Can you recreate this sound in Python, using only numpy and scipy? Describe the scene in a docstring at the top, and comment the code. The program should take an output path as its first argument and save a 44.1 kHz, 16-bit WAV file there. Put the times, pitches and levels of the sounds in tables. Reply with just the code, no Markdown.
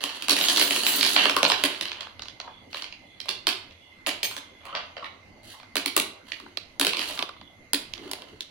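"""Hard pebbles rattle out of a plastic bag into a steel bowl on a wooden table, close to the microphone;
then they are picked up, slid and dropped. Each knock cracks the stones and thumps the table, and a few
set the bowl's rim ringing. A hand or stone rubs over the wood. The small bare room answers, a tank pump
hums and hisses behind, and something chirrs far off. Heard through two microphone ports close together."""
import sys
import numpy as np
from scipy import signal
from scipy.io import wavfile
from scipy.ndimage import uniform_filter1d

SR = 44100
rng = np.random.default_rng(int(sys.argv[2]) if len(sys.argv) > 2 else 0)


def generate_wav(sig):
    """Save sig (samples, or channels by samples) to the path in sys.argv[1] as 16-bit PCM at SR."""
    pcm = np.round(np.clip(np.atleast_2d(sig).T, -1, 1) * 32767).astype(np.int16)
    wavfile.write(sys.argv[1], SR, pcm)


N = 374850


def amp(db):
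    return 10 ** (np.asarray(db) / 20)


def unit_rms(x):
    return x / np.sqrt(np.mean(x ** 2) + 1e-20)


def curve_at(points, hz):
    """Interpolates (f/Hz, value) points over log frequency."""
    f, value = np.transpose(points)
    return np.interp(np.log(hz + 1), np.log(f + 1), value)


def stereo(a, b, likeness):
    """Left and right from two independent signals; likeness is their correlation, held to 0..1."""
    likeness = np.clip(likeness, 0, 1)
    return np.array([a, likeness * a + np.sqrt(1 - likeness ** 2) * b])


def ring(modes):
    """Impulse response of damped resonances, energy 1."""
    t = np.arange(2000) / SR
    h = sum((-1) ** k * amp(db) * np.sqrt(width) * np.exp(-np.pi * width * t) * np.sin(2 * np.pi * hz * t)
            for k, (hz, width, db) in enumerate(modes))
    return h / np.linalg.norm(h)


# resonances of pebble, table top, wood and ticking edges: f/Hz, width/Hz, relative level/dB
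STONE = [(2006, 840, -3), (2665, 680, 3), (3056, 715, 3), (4228, 960, 1), (4800, 590, 0.5),
         (6420, 3200, 0.5)]
TABLE = [(170, 27, -16.5), (292, 37, -1.5), (355.7, 46, -1.5), (417, 74, -3)]
WOOD = [(578, 190, -3), (1002, 188, 1.5), (1180, 128, -0.5), (1463, 250, -4)]
TICK = [(7280, 3200, -1), (9770, 1300, 0), (11120, 810, -2.5), (14500, 1850, -16.5), (14940, 4100, -5.5),
        (15900, 1000, -5.5)]
BODIES = STONE, TABLE, WOOD, TICK
# band that each body radiates: low f/Hz, high f/Hz
BANDS = [(1500, 5600), (140, 700), (450, 2200), (5500, 17000)]


def body(modes, band):
    """A struck body rings within the band it can radiate."""
    return signal.sosfilt(signal.butter(3, band, "bandpass", fs=SR, output="sos"), ring(modes))


def body_levels(crack_db, weight_db, hard_db, thump_db, wood_db):
    """Level/dB of each body; strong, heavy, hard blows reach the table top most."""
    table_db = 1.18 * crack_db + 0.37 * weight_db + 0.38 * hard_db + thump_db
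    return [crack_db, table_db, crack_db + weight_db + wood_db, crack_db + hard_db]


# contact with each body: rise/s, decay/s, left-right likeness, gain in knocks/dB
CONTACTS = [(0.000077, 0.0022, 0.49, 0.5), (0.00073, 0.004, 0.96, -5.5), (0.00046, 0.0014, 0.65, -1),
            (0.0005, 0.0019, 0.07, 4)]


def contact_force(rise, decay):
    """The force of one contact builds quickly and dies away."""
    t = np.arange(600) / SR
    return (1 - np.exp(-t / rise)) ** 2 * np.exp(-t / decay)


# stream of stones from the bag: t/s, level/dB, weight/dB, hardness/dB
POUR = [(0, -33, -10.5, -10), (.27, -41, -10, -13), (.46, -26.5, -12, -1.5), (.8, -30, -9, -1.5),
        (1.15, -26, -16.5, -4), (1.165, -16, -10.5, -18.5), (1.36, -37.5, -11, -8), (1.7, -34.5, -9, -14.5),
        (1.86, -57, -1, -4), (2.0, -43.5, -2.5, -24), (2.1, -62, -17, -20)]
# handfuls shifted afterwards: start t/s, loudest t/s, end t/s, level/dB, weight/dB, hardness/dB
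SLIDES = [(2.703, 2.78, 2.85, -36, -27, -11.5), (4.599, 4.75, 4.92, -48.5, 4, -35),
          (5.427, 5.507, 5.6, -41.5, -36, -5), (6.243, 6.276, 6.55, -46, -9.5, -10.5),
          (6.9, 7.08, 7.26, -35.5, -11, -3), (7.854, 8.07, 8.5, -46, -4.5, -12)]


def pour_and_slides():
    """Level, weight and hardness of the loose stones: the pour runs out, each slide swells and fades."""
    t = np.arange(N) / SR
    times, *columns = np.transpose(POUR)
    out = np.array([np.interp(t, times, column) for column in columns])
    out[0, t > times[-1]] = -np.inf
    for start, loudest, end, db, weight_db, hard_db in SLIDES:
        on = (t >= start) & (t < end)
        out[0, on] = db + np.interp(t[on], [start, loudest, end], [-13.5, 0, -18.5])
        out[1:, on] = [[weight_db], [hard_db]]
    return out


def rattle(contacts_per_s=650):
    """Close by, loose stones touch at random moments: many small contacts, a few large."""
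    touching = rng.random(N) < contacts_per_s / SR
    sizes = amp(2.9 * np.minimum(rng.exponential(1, N), 3)) * touching
    db, weight_db, hard_db = pour_and_slides()
    gains = amp(body_levels(db, weight_db, hard_db, thump_db=-1.5, wood_db=1.5))
    tilt_db = 5 + 0.46 * hard_db  # small stones lift the upper rings, large ones the lower
    noise = rng.standard_normal((2, N))
    out = np.zeros((2, N))
    for gain, modes, band, (rise, decay, likeness, _) in zip(gains, BODIES, BANDS, CONTACTS):
        uneven = amp(3.5 * np.clip(rng.standard_normal(N), -2, 2))  # no contact stirs all bodies alike
        force = signal.oaconvolve(sizes * uneven, contact_force(rise, decay))[:N]
        scrape = gain * unit_rms(force * stereo(*noise, likeness))
        groups = [(modes, 1)]
        if modes is STONE:
            groups = [(modes[:3], amp(-tilt_db) / np.sqrt(2)), (modes[3:], amp(tilt_db) / np.sqrt(2))]
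        for group, share in groups:
            out += signal.oaconvolve(scrape * share, body(group, band)[None])[:, :N]
    return amp(-5) * out


# wash of pump and air at the microphone: f/Hz, relative density/dB
WASH_SPECTRUM = [(12, -31.5), (20, -6), (108, -14.5), (135, -14), (281, -6), (393, -15.5), (583, -11.5),
                 (1790, -24), (2010, -21), (2970, -18.5), (3520, -29.5), (4050, -23), (7100, -41),
                 (15200, -46.5), (16500, -61)]
# its stereo image: f/Hz, left-right likeness
WASH_LIKENESS = [(60, 0.97), (240, 0.88), (950, 0.18), (3770, -1.3), (15000, 0.02)]
# narrow bands of the pump: f/Hz, width/Hz, level/dB, left-right likeness
PUMP_BANDS = [(86.6, 11, -68, 0.83), (103.8, 13, -67.5, 0.89), (2080, 120, -60.5, 0.12),
              (6360, 630, -75, 0.44), (10820, 1300, -80, 0.17)]


def tank_pump(wash_db=-55.5):
    """In the background, a steady wash with soft patches and the pump's fuzzy bands."""
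    frames, hz = N // 256 + 5, np.fft.rfftfreq(1024, 1 / SR)
    a, b, c, d, patches = rng.standard_normal((frames, 513, 5)).T
    patches = unit_rms(uniform_filter1d(uniform_filter1d(patches, size=10, axis=0), size=14, axis=1))
    spectrum = stereo(a + 1j * b, c + 1j * d, curve_at(WASH_LIKENESS, hz)[:, None])
    spectrum *= amp(3.5 * patches + curve_at(WASH_SPECTRUM, hz)[:, None])
    out = amp(wash_db) * unit_rms(signal.istft(spectrum, nperseg=1024, noverlap=768)[1][:, :N])
    for f, width, db, likeness in PUMP_BANDS:
        h = ring([(f, width, 0)])
        noise = stereo(*rng.standard_normal((2, N)), likeness)
        band = signal.oaconvolve(noise, np.convolve(h, h)[None])[:, :N]
        waver_db = 2 * unit_rms(uniform_filter1d(rng.standard_normal(N), size=9000))  # it runs unevenly
        out += amp(db + waver_db) * unit_rms(band)
    return out


# decay of the small bare room: f/Hz, t60/s
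ROOM_DECAY = [(200, 0.37), (530, 0.47), (1390, 0.45), (3680, 0.41), (9700, 0.27), (15000, 0.2)]
# stereo image of its tail: f/Hz, left-right likeness
ROOM_LIKENESS = [(100, 1), (400, 0.94), (900, 0.292), (2500, 0.174)]


def room(sound, tails=3, gap_s=0.005, swell_s=0.0036, level_db=-1.5):
    """Sparse wall echoes, each band dying at its own speed; the tails take turns as hands move about."""
    out, start = np.zeros((2, N)), round(gap_s * SR)
    turn = 2 * np.pi * 3.1 * np.arange(N) / SR
    grid = np.arange(start, SR // 2 - 16, 16)
    for k in range(tails):
        arrivals = grid + rng.integers(0, 16, (2, SR))[:, :len(grid)]
        signs = rng.choice([-1., 1.], (2, SR))[:, :len(grid)]
        echoes = np.zeros((2, SR // 2))
        np.put_along_axis(echoes, arrivals, signs, axis=1)
        hz, t, spectrum = signal.stft(echoes, SR, nperseg=256)
        spectrum = stereo(*spectrum, curve_at(ROOM_LIKENESS, hz)[:, None])
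        spectrum *= amp(-60 * t / curve_at(ROOM_DECAY, hz)[:, None])
        tail = signal.istft(spectrum, SR, nperseg=256)[1]
        tail[:, :start] = 0
        age = np.arange(tail.shape[1]) / SR
        tail *= 1 - np.exp(-age / swell_s)  # the far walls answer late
        clumps = unit_rms(uniform_filter1d(rng.standard_normal(len(age)), size=90))
        tail *= amp(5.4 * clumps * np.exp(-age / 0.045))  # early echoes come in clumps
        share = np.sqrt(2 / tails) * np.cos(turn + np.pi * k / tails)
        out += signal.oaconvolve(sound * share, tail / np.linalg.norm(tail[0]), axes=1)[:, :N]
    return amp(level_db) * out


# single knocks: t/s, crack level/dB, weight/dB (lifts the low bodies), hardness/dB (the tick), pebble f/Hz
KNOCKS = [(0.0382, -11.5, -18.5, -11, 3940), (0.0915, -25, -19.5, -32, 3200),
          (0.2222, -18.5, -23, -12, 3020), (0.283, -12.5, -14, -9.5, 3280), (0.295, -7, -20.5, -8, 4060),
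          (0.3172, -10, -15.5, -7.5, 4370), (0.3648, -12.5, -25.5, -11, 3230), (0.3886, -17, -21, -8, 4450),
          (0.4109, -8, -21.5, -20.5, 3270), (0.4389, -13.5, -22, -16, 2880), (0.4843, -6, -23, -16.5, 3860),
          (0.5607, -11, -23.5, -12.5, 4470), (0.5714, -8, -22, -22, 4250), (0.5954, -9.5, -18, -10.5, 4150),
          (0.6125, -6, -16.5, -16, 3330), (0.7075, -9, -20.5, -19, 2730), (0.7613, -12.5, -15.5, -11, 2720),
          (0.8653, -6.5, -21, -16, 2900), (0.9379, -16.5, -16, -13, 4070), (0.9909, -19.5, -25, -22, 4450),
          (1.0097, -7, -25, -18, 3980), (1.0285, -8, -18.5, -15, 4720), (1.0485, -9, -23, -23, 4800),
          (1.0634, -8.5, -21.5, -16, 4030), (1.163, -3, -12, -31, 2720), (1.2542, -6, -11.5, -21, 2200),
          (1.2951, -12, -9, -17, 3800), (1.3646, -9.5, -5, -12, 3200), (1.4298, -3.5, -12, -18.5, 3970),
          (1.4501, -3.5, -15.5, -30.5, 3140), (1.499, -9, -9.5, -30, 3710), (1.5175, -7.5, -13, -21, 2970),
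          (1.6372, -5.5, -16, -9, 2790), (1.7464, -24, -18, -19, 2710), (1.8099, -14.5, -20.5, -12.5, 3240),
          (1.854, -19, -19, -19, 2680), (1.8826, -22, -28, -33, 2740), (1.9165, -19, -18, -32, 3140),
          (2.0075, -23, -13, -23, 4230), (2.0687, -37.5, 2, -29, 2200), (2.1937, -26.5, -13, -28, 3170),
          (2.2204, -22.5, -18, -27, 4630), (2.2556, -30.5, -10.5, -28, 3170),
          (2.283, -25.5, -17.5, -28, 4160), (2.4001, -23, -13, -30, 3650), (2.4763, -42, 6, -29, 2000),
          (2.7292, -26, -16, -28, 3180), (2.7446, -21.5, -11, -28, 2490), (2.7697, -22.5, -19, -20, 3120),
          (2.8214, -22.5, -16, -22, 4060), (2.8412, -23.5, -17.5, -30, 3060), (2.9245, -28, -22, -36, 2900),
          (3.2017, -23.5, -25.5, -18.5, 3790), (3.256, -36.5, -3.5, -11, 2990),
          (3.2842, -20, -12, -26, 2840), (3.2895, -14, -21.5, -16.5, 4100),
          (3.4689, -6.5, -15.5, -16, 4570), (3.4805, -22, -16, -8, 4300), (3.4883, -14.5, -28, -12, 2320),
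          (3.709, -38, -22, -32, 3300), (4.063, -15.5, -19, -26, 2860), (4.0689, -17, -8, -4, 2240),
          (4.0913, -17, -22, -19, 2920), (4.2303, -12.5, -20, -12.5, 3380), (4.3113, -28, -9.5, -9, 3100),
          (4.365, -22.5, -12.5, -12, 4090), (4.6525, -36, -2.5, -10, 2800), (4.685, -47, 1, -26, 3160),
          (4.7502, -18, -10, -44, 3000), (4.9666, -27.5, -4.5, -43, 2790), (5.0271, -36.5, -3, -33, 3060),
          (5.0431, -27, -10.5, -28, 1980), (5.5987, -38, -5.5, -27.5, 2930), (5.6305, -40, -2, -29, 3120),
          (5.7552, -15.5, -10, -7, 3100), (5.7668, -12, -15.5, -8.5, 3100),
          (5.775, -23.5, -18.5, -27, 4150), (5.859, -12.5, -17.5, -7, 2800),
          (5.8778, -20.5, -22.5, -25, 4040), (5.9645, -11.5, -6.5, 1.5, 3230),
          (5.9758, -12.5, -17, -6, 3990), (5.9983, -10, -23, -6.5, 3070), (6.3185, -18.5, -26, -30, 3010),
          (6.3988, -35.5, -4, -13, 3200), (6.4624, -45.5, 6, -29, 2160), (6.5716, -15.5, -20, -20.5, 3200),
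          (6.7967, -13, -14.5, -2.5, 3750), (6.8117, -8, -15.5, -7.5, 2770), (6.8284, -18, -14, -15, 2900),
          (6.8477, -9.5, -21, -12, 3050), (6.867, -8, -19, -10, 2940), (6.8912, -18, -27, -24, 2570),
          (6.9326, -15, -16, -26, 2960), (6.9688, -15.5, -20.5, -19, 3600), (6.9924, -15.5, -18, -15, 2970),
          (7.0157, -19.5, -15, -30, 3000), (7.0978, -24, -11.5, -21, 2820), (7.1749, -24, -13, -24, 2830),
          (7.1903, -16.5, -17, -20, 2830), (7.225, -12, -12.5, -23.5, 3280), (7.2908, -27.5, -6, -25, 3200),
          (7.3644, -49, 1, -36, 3290), (7.4124, -35.5, -6.5, -32, 2300), (7.7325, -8.5, -16.5, -4.5, 4200),
          (7.7431, -11.5, -23, -22, 3860), (7.9356, -19.5, -28, -21, 4360), (7.9775, -32, -15, -32, 4110),
          (8.1134, -21.5, -14, -2.5, 4180), (8.1329, -18.5, -16, -12.5, 3150),
          (8.2194, -32, -14, -18, 3230), (8.4065, -18.5, -35, -16.5, 3830)]
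# their room share, lower when the microphone comes close or a hand shields the stones: t/s, level/dB
ROOM_SHARE = [(0, -4.5), (.3, 2.5), (1.2, -2), (1.7, 0.5), (2.2, -3.5), (2.9, -1.5), (4.3, 2), (5, 3),
              (5.8, -2), (6.35, -4), (6.57, -9), (6.85, -1.5), (7.1, 5), (7.25, -12.5), (7.75, -3),
              (7.95, -7.5), (8.4, -5.5)]
# the thump grows as the microphone moves in over the table top: t/s, level/dB
TABLE_PROXIMITY = [(4.0, 2), (5.0, -2), (5.7, 4.5), (6.9, 4), (7.7, 2.5)]


def knocks():
    """A brief rough scrape sets all four bodies ringing; returns direct sound and the room's share."""
    times, crack_db, weight_db, hard_db, pebble_hz = np.transpose(KNOCKS)
    thump_db = -6.5 + np.interp(times, *np.transpose(TABLE_PROXIMITY))
    levels = body_levels(crack_db, weight_db, hard_db, thump_db, wood_db=5.5)
    a, b = rng.standard_normal((len(times), 2, 600)).swapaxes(0, 1)
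    a[:, 14:16] += [6.0, -6.0]  # the first hard edge of the blow
    blows = 0
    for db, modes, band, (rise, decay, likeness, gain_db) in zip(levels, BODIES, BANDS, CONTACTS):
        voicings = [modes]
        if modes is STONE:  # every pebble favours the rings near a pitch of its own
            voicings = [[(f, width, mode_db - 7.4 * np.log2(f / own) ** 2) for f, width, mode_db in modes]
                        for own in pebble_hz]
        responses = np.array([body(voicing, band) for voicing in voicings])
        scrape = stereo(a, b, likeness) * contact_force(rise, decay)
        rung = signal.fftconvolve(scrape, responses[None], axes=2)
        blows = blows + rung / abs(rung).max(axis=2, keepdims=True) * amp(db + gain_db)[:, None]
    room_gain = amp(np.interp(times, *np.transpose(ROOM_SHARE)))
    length = blows.shape[2]
    direct, to_room = np.zeros((2, 2, N + length))
    for k, at in enumerate(np.round(times * SR).astype(int)):
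        direct[:, at:at + length] += blows[:, k]
        to_room[:, at:at + length] += room_gain[k] * blows[:, k]
    return direct[:, :N], to_room[:, :N]


# modes of the steel rim: f/Hz
RIM_HZ = [3135, 6372, 7637, 8986, 10436, 11970, 13604, 15290]
# the same modes: level/dB, t60/s
RIM_MODES = [(-21, 0.16), (-4, 0.42), (-2.5, 0.3), (-8, 0.36), (-3, 0.19), (-4, 0.243), (-4.5, .24),
             (1.5, 0.25)]
# stones that catch the rim: t/s, level/dB, most stirred f/Hz, share of the ring time left by the load
RIM_BLOWS = [(.412, -29.5, 8000, 0.91), (0.615, -29.5, 12300, 1), (.70, -34.5, 9000, 1),
             (0.868, -27, 11400, 1), (0.958, -29.5, 11500, 0.49), (1.065, -36, 12500, 0.94),
             (1.48, -34.5, 7740, 0.52), (4.232, -30.5, 9720, 0.76)]


def steel_bowl():
    """Thin steel rings on in close pairs that beat; each blow stirs the modes differently."""
    out, t = np.zeros((2, N)), np.arange(SR // 4) / SR
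    hz = np.array(RIM_HZ)[:, None]
    mode_db, t60 = np.transpose(RIM_MODES)[:, :, None]
    draws = rng.random((len(RIM_BLOWS), 3, 2, len(RIM_MODES), 1))
    for (start, db, stirred_hz, ring_share), (phase, beat_phase, luck) in zip(RIM_BLOWS, draws):
        beating = 1 + 0.8 * np.cos(2 * np.pi * (0.0017 * hz * t + beat_phase))
        struck_db = db + mode_db + 3.8 * luck - 14 * np.log2(hz / stirred_hz) ** 2
        envelope = amp(struck_db - 60 * t / (t60 * ring_share)) * np.minimum(t / 0.0022, 1)
        tones = envelope * beating * np.sin(2 * np.pi * (hz * t + phase))
        out[:, round(start * SR):][:, :len(t)] += tones.sum(axis=1)
    return out


def swells(rows, width, likeness, throb=0, throb_hz=30):
    """Bands of noise that rise and fall; width is a share of the pitch, throb a depth."""
    out, t = np.zeros((2, N)), np.arange(N) / SR
    noise = stereo(*rng.standard_normal((2, N)), likeness)
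    noise *= 1 + throb * np.sin(2 * np.pi * throb_hz * t)
    for middle, length, db, hz in rows:
        on = slice(round((middle - length) * SR), round((middle + length) * SR))
        h = ring([(hz, width * hz, 0)])
        band = signal.oaconvolve(noise[:, on], np.convolve(h, h)[None], axes=1)[:, :len(t[on])]
        out[:, on] += amp(db) * unit_rms(band) * np.exp(-(2 * (t[on] - middle) / length) ** 2)
    return out


# drags on the table top: middle t/s, length/s, level/dB, f/Hz
RUBS = [(2.18, 0.091, -58, 103), (2.46, 0.071, -49, 990), (4.68, 0.055, -44.5, 1080),
        (4.745, 0.036, -37, 1220), (5.03, 0.0091, -34, 1200), (5.55, 0.03, -50.5, 1040),
        (6.45, 0.071, -51, 337), (7.2, 0.035, -36, 1130), (8.04, .11, -44, 355), (8.32, .051, -50, 398)]


def rubs():
    """Near the microphone, a hand or stone drags over the wood with a short swell of friction noise."""
    return swells(RUBS, width=0.3, likeness=0.8)


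# faint chirrs: middle t/s, length/s, level/dB
CHIRRS = [(2.56, 0.18, -55), (3.14, 0.16, -58.5), (3.846, 0.28, -59.5), (4.55, 0.55, -62),
          (7.446, 0.23, -58.5)]


def far_chirrs(hz=3400):
    """Far off, a narrow band of noise swells with a quick throb."""
    return swells([(*row, hz) for row in CHIRRS], width=0.06, likeness=0.1, throb=0.18)


def scene():
    """The table in front, the room around it, pump and chirrs behind."""
    direct_knocks, knocks_to_room = knocks()
    on_table = rattle() + steel_bowl() + rubs()
    return direct_knocks + on_table + room(knocks_to_room + on_table) + tank_pump() + far_chirrs()


# colour of the two microphone ports: f/Hz, left minus right level/dB
PORT_BALANCE = [(60, -2.5), (110, -6.5), (200, 1.5), (380, -1.5), (700, -2.5), (1290, 0.5), (2380, -5),
                (4400, -8.5), (8120, 2.5), (15000, -0.5)]


def record(dry, cutoff_hz=16250):
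    """The two ports colour the sound differently; the preamp and a band limit follow."""
    hz = np.linspace(0, SR / 2, 257)
    balance_db = curve_at(PORT_BALANCE, hz)
    ports = np.array([signal.firwin2(255, hz, amp(side * balance_db / 2), fs=SR) for side in (1, -1)])
    ports[0] = np.roll(ports[0], 2)  # the right port is nearer by two samples
    coloured = signal.oaconvolve(dry, ports, "same", axes=1)
    rounded = 1.2 * np.tanh(coloured / 1.2)  # the preamp rounds the tallest peaks
    lowpass = signal.firwin(127, cutoff_hz, window=("kaiser", 12), fs=SR)
    return signal.oaconvolve(rounded, lowpass[None], "same", axes=1)


dry = scene()
out = record(dry)
generate_wav(out)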